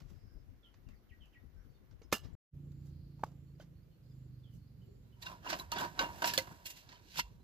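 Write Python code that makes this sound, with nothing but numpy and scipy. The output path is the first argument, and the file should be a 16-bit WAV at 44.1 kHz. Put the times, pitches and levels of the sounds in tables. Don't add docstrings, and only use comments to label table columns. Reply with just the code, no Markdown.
import sys
import numpy as np
from scipy import signal
from scipy.io import wavfile
from scipy.ndimage import uniform_filter1d

SR = 44100
rng = np.random.default_rng(int(sys.argv[2]) if len(sys.argv) > 2 else 0)


def convert_level_to_amplitude(level_db):
    exponent = np.asarray(level_db, float) / 20
    return 10 ** exponent


def bounce(signal):
    frames = np.transpose(np.atleast_2d(signal))
    limited = np.clip(frames, -1, 1)
    pcm = np.round(limited * 32767).astype(np.int16)
    wavfile.write(sys.argv[1], SR, pcm)


N = 327663

# pitch in Hz, level in dB, t60 in s.
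FRAME_MODES = [(1740, -8, 0.25), (2750, -16, 0.065), (2900, -9, 0.23), (2870, -9.5, .06), (5100, -10, 0.15),
               (5670, -20.5, .1)]


def rms_one(x):
    return x / np.sqrt(np.mean(x ** 2) + 1e-20)


def in_time(rows):
    s, *columns = np.transpose(rows)
    return [np.interp(np.arange(N) / SR, s, c) for c in columns]


def at_hz(points, hz):
    points_hz, values = np.array(points).T
    return np.interp(np.log(hz), np.log(points_hz), values)


def between(start_s, end_s, edge_s):
    t = np.arange(N) / SR
    return np.clip(np.minimum(t - start_s, end_s - t) / edge_s, 0, 1)


def drift(rate_hz):
    r = np.exp(-80 * np.pi * rate_hz / SR)
    white = rng.standard_normal(N // 40 + 2002)
    slow = signal.lfilter([1], [1, -2 * r, r * r], white)[2000:]
    return np.interp(np.arange(N) / 40, np.arange(len(slow)), rms_one(slow))


def ring(x, hz, t60_s):
    r, w = convert_level_to_amplitude(-60 / (t60_s * SR)), 2 * np.pi * hz / SR
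    return signal.lfilter([0, np.sin(w)], [1, -2 * r * np.cos(w), r * r], x + 1e-18)


def band(x, low_hz, high_hz, order=2):
    edges_hz = [low_hz, min(high_hz, .45 * SR)]
    return signal.sosfilt(signal.butter(order, edges_hz, "band", fs=SR, output="sos"), x)


def half_octaves(spectrum):
    edges_hz = 24 * 2 ** np.arange(0, 9.6, .5)
    lowest_hz, highest_hz = spectrum[0][0], spectrum[-1][0]
    return [(a, b, np.sqrt(a * b)) for a, b in zip(edges_hz, edges_hz[1:])
            if lowest_hz < a * 1.2 and a < highest_hz]


def pan(pan_db):
    return convert_level_to_amplitude([[pan_db / 2], [-pan_db / 2]])


def contacts(size, spread_db, own):
    grains = np.repeat(rng.standard_normal(size // 40 + 1), 40)[:size]
    clumps = np.repeat(rng.standard_normal(size // 200 + 1), 200)[:size]
    clumps = uniform_filter1d(clumps, size=100)
    shared, left, right = rng.standard_normal((3, size))
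    scattered = signal.lfilter([1, -1], [1, -.85], [left, right])
    return rms_one(convert_level_to_amplitude(spread_db * (grains + clumps)) * (shared + own * scattered))


def jingle(burst):
    loose_db, loose_t60_s = -48, .035
    level, damping, pitch = rng.random((3, 30, 1))
    t = np.arange(SR // 20) / SR
    decay_db = 60 * t / (loose_t60_s * (.5 + damping))
    parts = convert_level_to_amplitude(12 * level - 6 - decay_db) * np.sin(2 * np.pi * 1200 * 7 ** pitch * t)
    echo = signal.fftconvolve(burst, parts.sum(0)[None], axes=1)[:, :burst.shape[1]]
    return burst + convert_level_to_amplitude(loose_db) * echo


def registers(low_db, high_db):
    return convert_level_to_amplitude(np.array([low_db, 0, high_db]) + np.array([6, 0, -4]))[:, None, None]


def metal(blows, shakes, modes, ring_db, ping_db, lag_samples, pan_db,
          rattle_t60_s, ping_cycles, lows_end_hz, slide=None):
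    # frequency in Hz, level in dB per Hz.
    metal_colour = [(150, 5), (300, 2), (600, 3), (1200, 0.5), (2500, -0.5), (4500, 1), (7000, 6),
                    (10500, -1.5), (14500, 5)]
    crack_db = 1.5
    shake_rise_share = 0.64
    spot_db = 2.4
    first = max(0, int((min(blows + shakes)[0] - .2) * SR))
    size = min(N, int((max(blows + shakes)[0] + .5) * SR)) - first
    drive, pings = np.zeros((3, 2, size + SR)), np.zeros((2, size + SR))
    t = np.arange(int(.35 * SR)) / SR

    for s, peak_db, low_db, high_db, hz in blows:
        at = int(s * SR) - first
        decay = convert_level_to_amplitude(-60 * t / rattle_t60_s) + convert_level_to_amplitude(4.0 - 60 * t / .012)
        shape = (1 - np.exp(-t / .0006)) * decay
        burst = jingle(convert_level_to_amplitude(peak_db - 6.0) * shape * contacts(len(t), spread_db=2.0, own=0.89))
        burst[:, :3] += convert_level_to_amplitude(peak_db + crack_db)
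        drive[..., at:at + len(t)] += registers(low_db, high_db) * burst
        pings[:, at:at + len(t)] += ring(burst * convert_level_to_amplitude(-60 * t / 0.022), hz, ping_cycles / hz)

    for s, peak_db, low_db, high_db, t60_s in shakes:
        at = max(0, int((s - .1) * SR) - first)
        shape = convert_level_to_amplitude(-60 * np.maximum((.1 - t) / (shake_rise_share * t60_s), (t - .1) / t60_s))
        burst = jingle(convert_level_to_amplitude(peak_db - 0.65) * shape * contacts(len(t), spread_db=1.5, own=1.0))
        drive[..., at:at + len(t)] += registers(low_db, high_db) * burst

    drive, pings = drive[..., :size], pings[:, :size]
    if slide:
        level_db = in_time(slide)[0][first:first + size]
        rub = convert_level_to_amplitude(level_db - 7) * contacts(size, spread_db=1.2, own=0.8)
        drive = drive + registers(low_db=5, high_db=-1.5) * rub

    push = band(drive[0], 150, lows_end_hz, order=3)
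    push = push - band(drive[1], lows_end_hz, 5430, order=3)
    push = push + band(drive[2], 5200, 16000, order=3)
    body = np.zeros((2, size))
    for k, (low_hz, high_hz, hz) in enumerate(half_octaves(metal_colour)):
        body += (-1) ** k * convert_level_to_amplitude(at_hz(metal_colour, hz)) * band(push, low_hz, high_hz)
    spots = rng.standard_normal((len(modes), size // 1500 + 1))
    spots = np.repeat(spots, 1500, axis=1)[:, :size]
    for (hz, db, t60_s), spot in zip(modes, spots):
        body += convert_level_to_amplitude(db + ring_db) * ring(push * convert_level_to_amplitude(spot_db * spot), hz, t60_s)
    body += convert_level_to_amplitude(ping_db) * pings

    out = np.zeros((2, N))
    out[:, first:first + size] = body * pan(pan_db)
    out[0] = np.roll(out[0], lag_samples)
    return out


def thuds(rows, lag_samples, pan_db):
    out = np.zeros(N)
    for s, db, hz, t60_s in rows:
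        at = int(s * SR)
        click = np.zeros(min(SR // 4, N - at))
        click[:6] = convert_level_to_amplitude(db) / 6
        out[at:at + len(click)] -= ring(click, hz, t60_s)
    return np.array([np.roll(out, lag_samples), out]) * pan(pan_db)


def rings(rows, lag_samples, pan_db):
    rise_s, wobble = .003, .7
    out = np.zeros((2, N + SR))
    t = np.arange(SR // 4) / SR
    for s, db, hz, t60_s in rows:
        jog = uniform_filter1d(rng.standard_normal((2, len(t))), size=300) * np.sqrt(300) * wobble
        envelope = convert_level_to_amplitude(db + 4.8 * jog[0] - 60 * t / t60_s) * (1 - np.exp(-t / rise_s))
        tone = envelope * np.sin(2 * np.pi * hz * t + jog[1])
        for side, (late, gain_db) in enumerate([(lag_samples, pan_db / 2), (0, -pan_db / 2)]):
            at = int(s * SR) + late
            out[side, at:at + len(t)] += convert_level_to_amplitude(gain_db) * tone
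    return out[:, :N]


def frame_opens():
    # start in s, peak in dB, lows and highs in dB relative, pitch in Hz of the loose part that pings.
    frame_blows = [
        (0.002, -56, -1.5, -11, 5340),
        (0.741, -64, -6, -20, 2400),
        (0.887, -64, -5, -9, 3043),
        (1.256, -73, 0, 0, 2400),
        (1.911, -65.5, -2, -29, 1435),
        (2.018, -60.5, -0.5, -22.5, 2210),
        (2.1174, -50, -4, -8, 3550),
        (2.1255, -28, -5, 0, 2840),
    ]
    # peak time in s, peak in dB, lows and highs in dB relative, t60 in s.
    frame_shakes = [
        (0.0864, -71, -6.5, -5, 0.35),
        (2.2447, -65, 1, -13, 0.27),
    ]
    # start in s, level in dB, pitch in Hz, t60 in s.
    strut_clacks = [(2.1248, -34, 2850, 0.033), (2.1262, -26, 4300, 0.018), (2.127, -31, 1250, 0.046),
                    (2.127, -29, 2116, 0.037), (2.127, -27.5, 2476, .035), (2.128, -31, 1755, .06),
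                    (2.1465, -35.5, 400, .02)]
    # start in s, level in dB, pitch in Hz, t60 in s.
    strut_rings = [(2.03, -68, 6300, 0.076), (2.035, -69, 5230, 0.11), (2.128, -36.5, 2790, 0.13),
                   (2.128, -35, 2846, 0.051), (2.128, -44, 2920, 0.17), (2.135, -46, 3230, 0.12),
                   (2.145, -49, 1685, 0.075), (2.128, -45, 5100, 0.15), (2.13, -58, 5730, 0.083),
                   (2.13, -44.5, 4690, 0.12), (2.13, -53, 7200, .09), (2.2, -70, 7900, .1),
                   (2.235, -61, 5224, 0.066), (2.24, -61, 3780, 0.031), (2.256, -65, 5500, 0.065),
                   (2.17, -52, 2810, 0.13), (2.268, -68, 1900, .04), (2.333, -63, 7360, 0.028)]
    out = metal(frame_blows, frame_shakes, FRAME_MODES, ring_db=-40.5, ping_db=-24.5, lag_samples=0, pan_db=-4.5,
                rattle_t60_s=0.13, ping_cycles=160, lows_end_hz=901)
    out += thuds(strut_clacks, lag_samples=0, pan_db=-3.5)
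    return out + rings(strut_rings, lag_samples=1, pan_db=-4)


def legs_set_down():
    # start in s, peak in dB, lows and highs in dB relative, pitch in Hz of the loose part that pings.
    leg_blows = [
        (2.7173, -67, -4, 0, 4200),
        (3.195, -68, 3, -12.5, 770),
        (3.237, -45, -8, -3, 805),
        (3.319, -69, 11, -15, 594),
        (3.5982, -59, -2, -18, 610),
    ]
    # peak time in s, peak in dB, lows and highs in dB relative, t60 in s.
    leg_shakes = [
        (2.869, -77.5, 3.5, 5.5, 0.26),
        (3.209, -77, 12.5, 0, 0.17),
        (3.263, -69.5, 12, -3, 0.26),
        (3.6167, -64, 2, -7.5, 0.16),
        (4.5475, -81.5, -4.5, 11.5, 0.23),
    ]
    return metal(leg_blows, leg_shakes, FRAME_MODES, ring_db=-73.0, ping_db=-15, lag_samples=2, pan_db=-3.5,
                 rattle_t60_s=0.035, ping_cycles=21, lows_end_hz=850)


def slats_lifted():
    # start in s, peak in dB, lows and highs in dB relative, pitch in Hz of the loose part that pings.
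    slat_blows = [(5.597, -47, -1, 6.5, 3860), (5.7172, -33, -12, -6.5, 4470),
                  (5.9919, -24, -6.5, -16, 1520), (6.22, -35.5, 5.5, -3.5, 873),
                  (6.242, -27, -5.5, -31.5, 955), (6.336, -30, -12, -0.5, 1740),
                  (6.3766, -22.5, -11.5, -4.5, 4280), (6.4715, -65, 16, 1, 714),
                  (6.5143, -66, 15.5, 10, 706), (6.6566, -41.5, -13.5, -0.5, 4350),
                  (6.89, -50, -15, -18, 4000)]
    # peak time in s, peak in dB, lows and highs in dB relative, t60 in s.
    slat_shakes = [(5.2275, -45, -13, -6, 0.062), (5.2652, -43, -17, -14, 0.1), (5.3, -56, 3, -6, 0.27),
                   (5.4678, -51.5, 5.5, -9.5, 0.2), (5.504, -33.5, -7.5, -12, 0.1),
                   (5.531, -36, -1, -21, 0.09), (5.589, -47, 2, -1, 0.03), (5.612, -60.5, 6, -19, 0.19),
                   (5.7661, -43.5, 2.5, -21, 0.22), (5.7861, -37, -12, -7.5, 0.036),
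                   (5.8108, -43, 2.5, -4.5, 0.25), (5.8386, -46.5, 6, -12, 0.14),
                   (6.0197, -45.5, 8, -6, 0.23), (6.258, -36.5, -6, -1, 0.13),
                   (6.276, -34.5, -8.5, -1.5, 0.11), (6.295, -33.5, -13, -14, 0.13),
                   (6.667, -42, -39, 1.5, 0.067), (6.7051, -46.5, -18.5, 1.5, 0.11),
                   (6.776, -52.5, -43, -6.5, 0.25), (6.924, -56.5, -6.5, -17, 0.34),
                   (7.1209, -56.5, -32, -9, 0.6), (7.1727, -40, -13, -9, 0.17), (7.183, -35, -16, -4, 0.07),
                   (7.195, -27.5, -22, -10, 0.054)]
    # time in s, level in dB.
    slide_curve = [(5.15, -81), (5.26, -61), (5.42, -71.5), (5.56, -48.5), (5.68, -68), (5.85, -63),
                   (6.31, -48.5), (6.6, -63.5), (7.43, -79.5)]
    # pitch in Hz, level in dB, t60 in s.
    slat_modes = [(533, -12, .07), (650, -16, .058), (915, -4, .09), (948, -1, .16), (985, 0, .1),
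                  (1050, -4, .07), (1530, -3, .07), (1640, -10, .05), (2080, -14, .05), (2745, -8, .1),
                  (2830, -7, .06), (3600, -10, .04), (3950, -9, .04), (4900, -11, .03)]
    # start in s, level in dB, pitch in Hz, t60 in s.
    slat_clacks = [(5.9915, -28, 1525, 0.099), (5.9917, -28.5, 2855, 0.077), (5.9915, -26, 3950, .04),
                   (5.9915, -28, 4900, .02), (5.994, -34, 1112, 0.12), (6.008, -33, 552, 0.043),
                   (5.7225, -34, 950, 0.18), (5.7225, -33, 1240, 0.048), (5.728, -33, 2800, 0.054),
                   (5.764, -40, 4710, .03), (5.782, -33, 1510, .05), (5.8124, -40, 4900, .03),
                   (6.221, -35, 1504, .05), (6.221, -33, 949, 0.14), (6.243, -33, 1519, .05),
                   (6.243, -32, 4340, .04), (6.3372, -30, 1690, 0.05), (6.3767, -22, 3490, 0.026),
                   (6.3767, -30.5, 4300, 0.027), (7.1763, -35, 3770, .03), (7.158, -43, 1510, .03),
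                   (7.1915, -27, 964, .04), (6.6565, -45, 2760, .3), (6.655, -40, 4300, .04),
                   (7.197, -26.5, 4900, .02), (7.186, -34, 1420, .04), (7.195, -29, 3970, 0.027),
                   (7.199, -28, 2070, .035), (5.4982, -40, 1766, .04), (5.4757, -38.5, 2850, .04)]
    # start in s, level in dB, pitch in Hz, t60 in s.
    slat_rings = [(5.218, -44, 3610, 0.058), (5.222, -47, 3970, 0.086), (5.245, -45.5, 980, 0.086),
                  (5.26, -41.5, 3780, .05), (5.263, -35, 1540, 0.055), (5.263, -39, 2750, 0.097),
                  (5.275, -43, 1038, 0.12), (5.325, -48, 980, 0.15), (5.468, -39, 2790, .07),
                  (5.528, -33, 650, 0.09), (5.54, -37, 1730, 0.034), (5.596, -33, 3975, 0.037),
                  (5.604, -38.5, 1050, .06), (5.724, -44, 2770, .1), (5.72, -38, 4440, 0.048),
                  (5.78, -36, 3400, 0.053), (5.783, -51, 1520, .05), (5.788, -35, 2900, .06),
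                  (5.808, -32, 960, 0.15), (5.834, -45, 2180, 0.049), (5.992, -35, 3930, 0.05),
                  (5.994, -45, 2720, .07), (5.994, -37, 1536, 0.075), (6.012, -30, 945, 0.13),
                  (6.042, -39, 2790, 0.1), (6.085, -47, 950, 0.44), (6.04, -42, 1670, .1),
                  (6.245, -40, 2750, .06), (6.275, -38, 2730, .12), (6.245, -40, 4090, .06),
                  (6.278, -53.5, 3590, 0.045), (6.892, -60, 3640, .05), (6.917, -42, 1950, 0.039),
                  (6.928, -52, 977, 0.093), (6.953, -52.5, 3070, 0.047), (7.186, -29.5, 1395, 0.045),
                  (7.196, -32, 2080, .05), (7.192, -42, 3800, 0.048), (7.235, -56, 970, .25),
                  (7.405, -72, 4030, 0.088)]
    out = metal(slat_blows, slat_shakes, slat_modes, ring_db=-37, ping_db=-24.5, lag_samples=11, pan_db=-4.0,
                rattle_t60_s=0.11, ping_cycles=280, lows_end_hz=1760, slide=slide_curve)
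    out += thuds(slat_clacks, lag_samples=10, pan_db=-3.5)
    return out + rings(slat_rings, lag_samples=10, pan_db=-2.0)


def knocks():
    # start in s, level in dB, pitch in Hz, t60 in s.
    knock_rows = [(2.1267, -18, 520, 0.013), (2.1275, -54, 221, 0.082), (2.126, -35.5, 1150, 0.013),
                  (3.607, -56, 3100, .04), (3.603, -54, 1500, .05), (3.599, -50, 600, .04),
                  (3.2362, -18.5, 886, 0.012), (3.237, -38, 1120, 0.039), (3.2375, -33, 1450, 0.013),
                  (3.2335, -40, 700, 0.03), (3.237, -43, 380, 0.0205), (5.599, -30, 6600, 0.018),
                  (5.598, -35, 4020, 0.03), (6.378, -30, 530, 0.1), (6.387, -30, 2030, 0.045),
                  (5.465, -38, 990, .05), (6.513, -45, 970, 0.018), (7.229, -46, 52, 0.22),
                  (5.99, -48, 48, 0.29), (2.016, -52, 450, 0.04), (3.194, -56, 900, 0.03),
                  (0.741, -64, 1050, 0.008)]
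    return thuds(knock_rows, lag_samples=3, pan_db=-2.5)


def wind():
    # frequency in Hz, level in dB per Hz.
    wind_colour = [(15, -35), (25, 6.5), (59, -3.5), (118, -8.5), (146, -10), (183, -23.5), (281, -17),
                   (500, -47), (650, -65.5), (1100, -120)]
    # peak time in s, level in dB.
    puff_rows = [(0.019, -46), (0.118, -47), (0.249, -50), (0.361, -49), (0.489, -49.5), (0.64, -65),
                 (0.769, -53), (0.873, -47.5), (0.96, -56.5), (1.11, -54.5), (1.2, -52), (1.36, -55.5),
                 (1.439, -51), (1.559, -52), (1.67, -49.5), (1.818, -55.5), (1.93, -49.5), (2.05, -51.5),
                 (2.249, -41.5), (2.34, -43.5)]
    rise_db_per_s, fall_db_per_s, lull_db = 285.5, 130, -63.5
    white = rng.standard_normal((2, 2, N))
    turbulence = np.zeros((2, N))
    for k, (low_hz, high_hz, hz) in enumerate(half_octaves(wind_colour)):
        gain = convert_level_to_amplitude(at_hz(wind_colour, hz) + 3.7 * drift(18))
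        turbulence += gain * band(white[k % 2], low_hz, high_hz)
    t, gust_db = np.arange(N) / SR, lull_db
    for s, db in puff_rows:
        fallen_db = np.maximum(rise_db_per_s * (s - t), fall_db_per_s * (t - s))
        gust_db = np.maximum(gust_db, db - fallen_db)
    return convert_level_to_amplitude(gust_db) * rms_one(turbulence) * convert_level_to_amplitude([[4.5], [-11]])


def engine():
    # time in s, firing rate in Hz, level in dB.
    engine_curve = [(2.58, 28.3, -54), (3.07, 27.9, -56), (3.72, 27.5, -60), (3.96, 25.1, -69),
                    (4.05, 24.8, -61), (4.15, 26.2, -57), (4.33, 25.1, -57), (4.8, 23.6, -59),
                    (5.37, 20.5, -66)]
    # multiple of the firing rate, level in dB.
    engine_orders = [(2, -8.5), (3, -6), (4, -8), (5, 0.8), (6, -5), (7, -20), (8, -18), (9, -18),
                     (10, -18), (11, -21), (12, -19)]
    # time in s, pitch in Hz, level in dB.
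    pump_curve = [(2.58, 75.4, -67), (2.9, 77.3, -55.5), (3.12, 83.5, -69.5), (3.6, 85.7, -66)]
    surge_hz, surge_top_s, surge_db, stop_s = 3.2, 4.5, 0.5, 5.45
    firing_hz, level_db = in_time(engine_curve)
    level_db = level_db + surge_db * np.cos(2 * np.pi * surge_hz * (np.arange(N) / SR - surge_top_s))
    turn = 2 * np.pi * np.cumsum(firing_hz * (1 + .003 * drift(6))) / SR
    orders = np.zeros(N)
    for k, db in engine_orders:
        phase = k * turn + 1.12 + 0.105 * k * k + 0.0086 * k * k * drift(8.5)
        orders += convert_level_to_amplitude(db + 1.5 * drift(3)) * np.sin(phase)
    hz, drone_db = in_time(pump_curve)
    drone = convert_level_to_amplitude(drone_db) * np.sin(2 * np.pi * np.cumsum(hz) / SR) * between(2.4, 3.7, .15)
    return np.sqrt(2) * (convert_level_to_amplitude(level_db) * orders * between(2.4, stop_s, .1) + drone)


def birds():
    # start in s, kind of call, level in dB, pitch in Hz.
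    bird_calls = [(0.628, "chirp", -69, 3520), (0.862, "chirp", -76, 2950), (.64, "chirp", -77, 3300),
                  (1.089, "swoop", -74, 3300), (1.203, "chirp", -67, 3300), (1.222, "chirp", -75, 3000),
                  (1.325, "swoop", -73, 3300), (1.361, "peep", -93, 3700), (1.56, "peep", -82, 1560),
                  (.59, "drawl", -87, 1420), (1.68, "drop", -86, 4650), (1.565, "rise", -88, 5100),
                  (0.945, "chirp", -86, 5000), (1.737, "peep", -89, 3640), (3.912, "chip", -83, 3090),
                  (4.02, "peep", -90, 5030), (4.08, "peep", -87, 5080), (4.1, "chirp", -89, 3800),
                  (4.205, "chip", -89, 3050), (4.432, "chirp", -75, 3620), (4.455, "chirp", -80, 3400),
                  (4.523, "chip", -78, 3080), (4.813, "chip", -76, 3090), (5.122, "chip", -75, 3100)]
    song_notes = {"swoop": [(0, .03, 1, .6, 1), (.024, .03, .59, .575, 4)], "chirp": [(0, .036, 1, .82, 0)],
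                  "chip": [(0, .016, 1, .93, 0)], "peep": [(0, .06, 1, .98, 0)],
                  "drawl": [(0, .12, 1, .96, 0)], "drop": [(0, .06, .97, 1, -3), (.05, .04, 1, .9, 0)],
                  "rise": [(0, .06, 1, 1.2, 0)]}
    husky = 0.4
    out = np.zeros((2, N))
    for call_s, kind, call_db, hz in bird_calls:
        for delay_s, length_s, start, end, rel_db in song_notes[kind]:
            t = np.linspace(0, 1, int(length_s * SR))
            flutter = uniform_filter1d(rng.standard_normal((2, len(t))), size=60) * 6.5 * husky
            phase = 2 * np.pi * np.cumsum(hz * (start + (end - start) * t)) / SR
            at = int((call_s + delay_s) * SR)
            out[:, at:at + len(t)] += convert_level_to_amplitude(call_db + rel_db) * np.sin(np.pi * t) ** 0.69 * np.sin(phase + flutter)
    t = np.arange(int(.12 * SR)) / SR
    leaves = rng.standard_normal((2, len(t))) * convert_level_to_amplitude(-23 - 60 * t / 0.24)
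    return out + signal.fftconvolve(out, leaves, axes=1)[:, :N]


def insects():
    # phrases of a singer or, at 392 Hz, of a moan (start in s, length in s, level in dB), pitch in
    # Hz, width in Hz.
    singers = [([(2.55, .35, -86), (3.153, .45, -89), (4.0, .32, -86), (4.751, .32, -87),
               (7.034, .27, -80)], 7210, 350), ([(3.17 + .281 * k, .09, -87) for k in range(7)], 4370, 70),
               ([(3.262 + .281 * k, .022, -84) for k in range(7)], 4830, 200), ([(3.9, .07, -86),
               (4.55, .06, -89)], 4300, 60), ([(5.0, .12, -86)], 3950, 120), ([(2.6, .7, -82),
               (3.6, 1.6, -87)], 4500, 800), ([(0, .45, -82)], 5100, 500), ([(.26, .12, -83)], 1560, 150),
               ([(.885, .09, -77)], 2000, 400), ([(4.8, .2, -67)], 392, 50), ([(1.55, .13, -80)],
               1520, 200)]
    out = np.zeros((2, N))
    for phrases, hz, width_hz in singers:
        for s, length_s, db in phrases:
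            t = np.linspace(0, 1, int(length_s * SR))
            white = rng.standard_normal((2, len(t)))
            buzz = rms_one(band(white, hz - width_hz / 2, hz + width_hz / 2))
            at = int(s * SR)
            out[:, at:at + len(t)] += convert_level_to_amplitude(db) * buzz * np.sin(np.pi * t ** 1.5) ** .6
    return out


def hum():
    # pitch in Hz, level in dB.
    hum_lines = [(48.5, -65.5), (100, -75)]
    t = np.arange(N) / SR
    return sum(convert_level_to_amplitude(db + 2.5 * drift(1.0)) * np.sin(2 * np.pi * hz * t + 0.35 * drift(1)) for hz, db in hum_lines)


def air(spectrum, patchy_db, start_s, end_s):
    # frequency in Hz, left-right likeness from 0 to 1.
    likeness = [(60, 0.83), (130, 0.48), (300, 0.61), (650, 0.17), (1400, 0.0067)]
    out, span = np.zeros((2, N)), slice(int(start_s * SR), int(end_s * SR))
    white = rng.standard_normal((2, 2, N))[..., span]
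    for k, (low_hz, high_hz, hz) in enumerate(half_octaves(spectrum)):
        mid, side = band(white[k % 2], low_hz, high_hz)
        alike = np.clip(at_hz(likeness, hz), -1, 1)
        gain = convert_level_to_amplitude(at_hz(spectrum, hz) + patchy_db * drift(18)[span])
        out[:, span] += gain * (np.sqrt(1 + alike) * mid + np.sqrt(1 - alike) * side * [[1], [-1]])
    return out / np.std(out[:, span])


def rumble():
    # time in s, level in dB.
    rumble_curve = [(2.6, -51), (3.2, -53), (5.3, -50.5), (5.8, -45), (6.4, -46), (6.65, -53), (7.1, -52),
                    (7.43, -50)]
    # frequency in Hz, level in dB per Hz.
    rumble_colour = [(18, -43), (30, -1), (70, 2.5), (163, 0), (266, -18.5), (363, -9), (600, -33),
                     (780, -62), (1320, -120)]
    return convert_level_to_amplitude(in_time(rumble_curve)[0] - 9.5) * air(rumble_colour, 4.0, 0.53, 9.4)


def first_air():
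    # frequency in Hz, level in dB per Hz.
    first_colour = [(120, -33), (200, -2), (303, -6.5), (1050, -19.5), (1570, -17), (2750, -26.5),
                    (4640, -28), (7020, -28.5), (8410, -53.5), (11200, -27.5), (15000, -29)]
    return convert_level_to_amplitude(-72.5) * air(first_colour, 1.32, 0, 3.7) * convert_level_to_amplitude([[-.8], [.8]])


def second_air():
    # frequency in Hz, level in dB per Hz.
    second_colour = [(260, -12), (450, -1), (669, -12), (1070, -11), (4440, -18.5), (6040, -24.5),
                     (7310, -22), (8340, -23), (11400, -26.5), (15000, -17.5)]
    return convert_level_to_amplitude(-77) * air(second_colour, 0.56, 2.4, N / SR)


def bass_cut(x):
    return signal.sosfilt(signal.butter(3, 40, "high", fs=SR, output="sos"), x)


def scene():
    cut_s, fade_from_s, fade_to_s = 2.352, 2.488, 2.545
    t = np.arange(N) / SR
    first = frame_opens() + wind() + first_air()
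    second = (engine() + rumble() + second_air()) * convert_level_to_amplitude([[-1.6], [1.6]])
    second += legs_set_down() + slats_lifted()
    around = knocks() + birds() + insects() + hum()
    fade_in = np.clip((t - fade_from_s) / (fade_to_s - fade_from_s), 0, 1) ** 5.7
    return bass_cut(first + around) * between(-1, cut_s, 12 / SR) + bass_cut(second + around) * fade_in


def roll_off(x):
    return signal.sosfilt(signal.butter(12, 16630, fs=SR, output="sos"), x)


def record(dry):
    mix = dry - 0.88 * band(dry, 8140, 9480, order=1)
    mix = signal.sosfilt(signal.cheby2(10, 30, 15600, fs=SR, output="sos"), mix)
    return roll_off(mix)


dry = scene()
out = record(dry)
bounce(out)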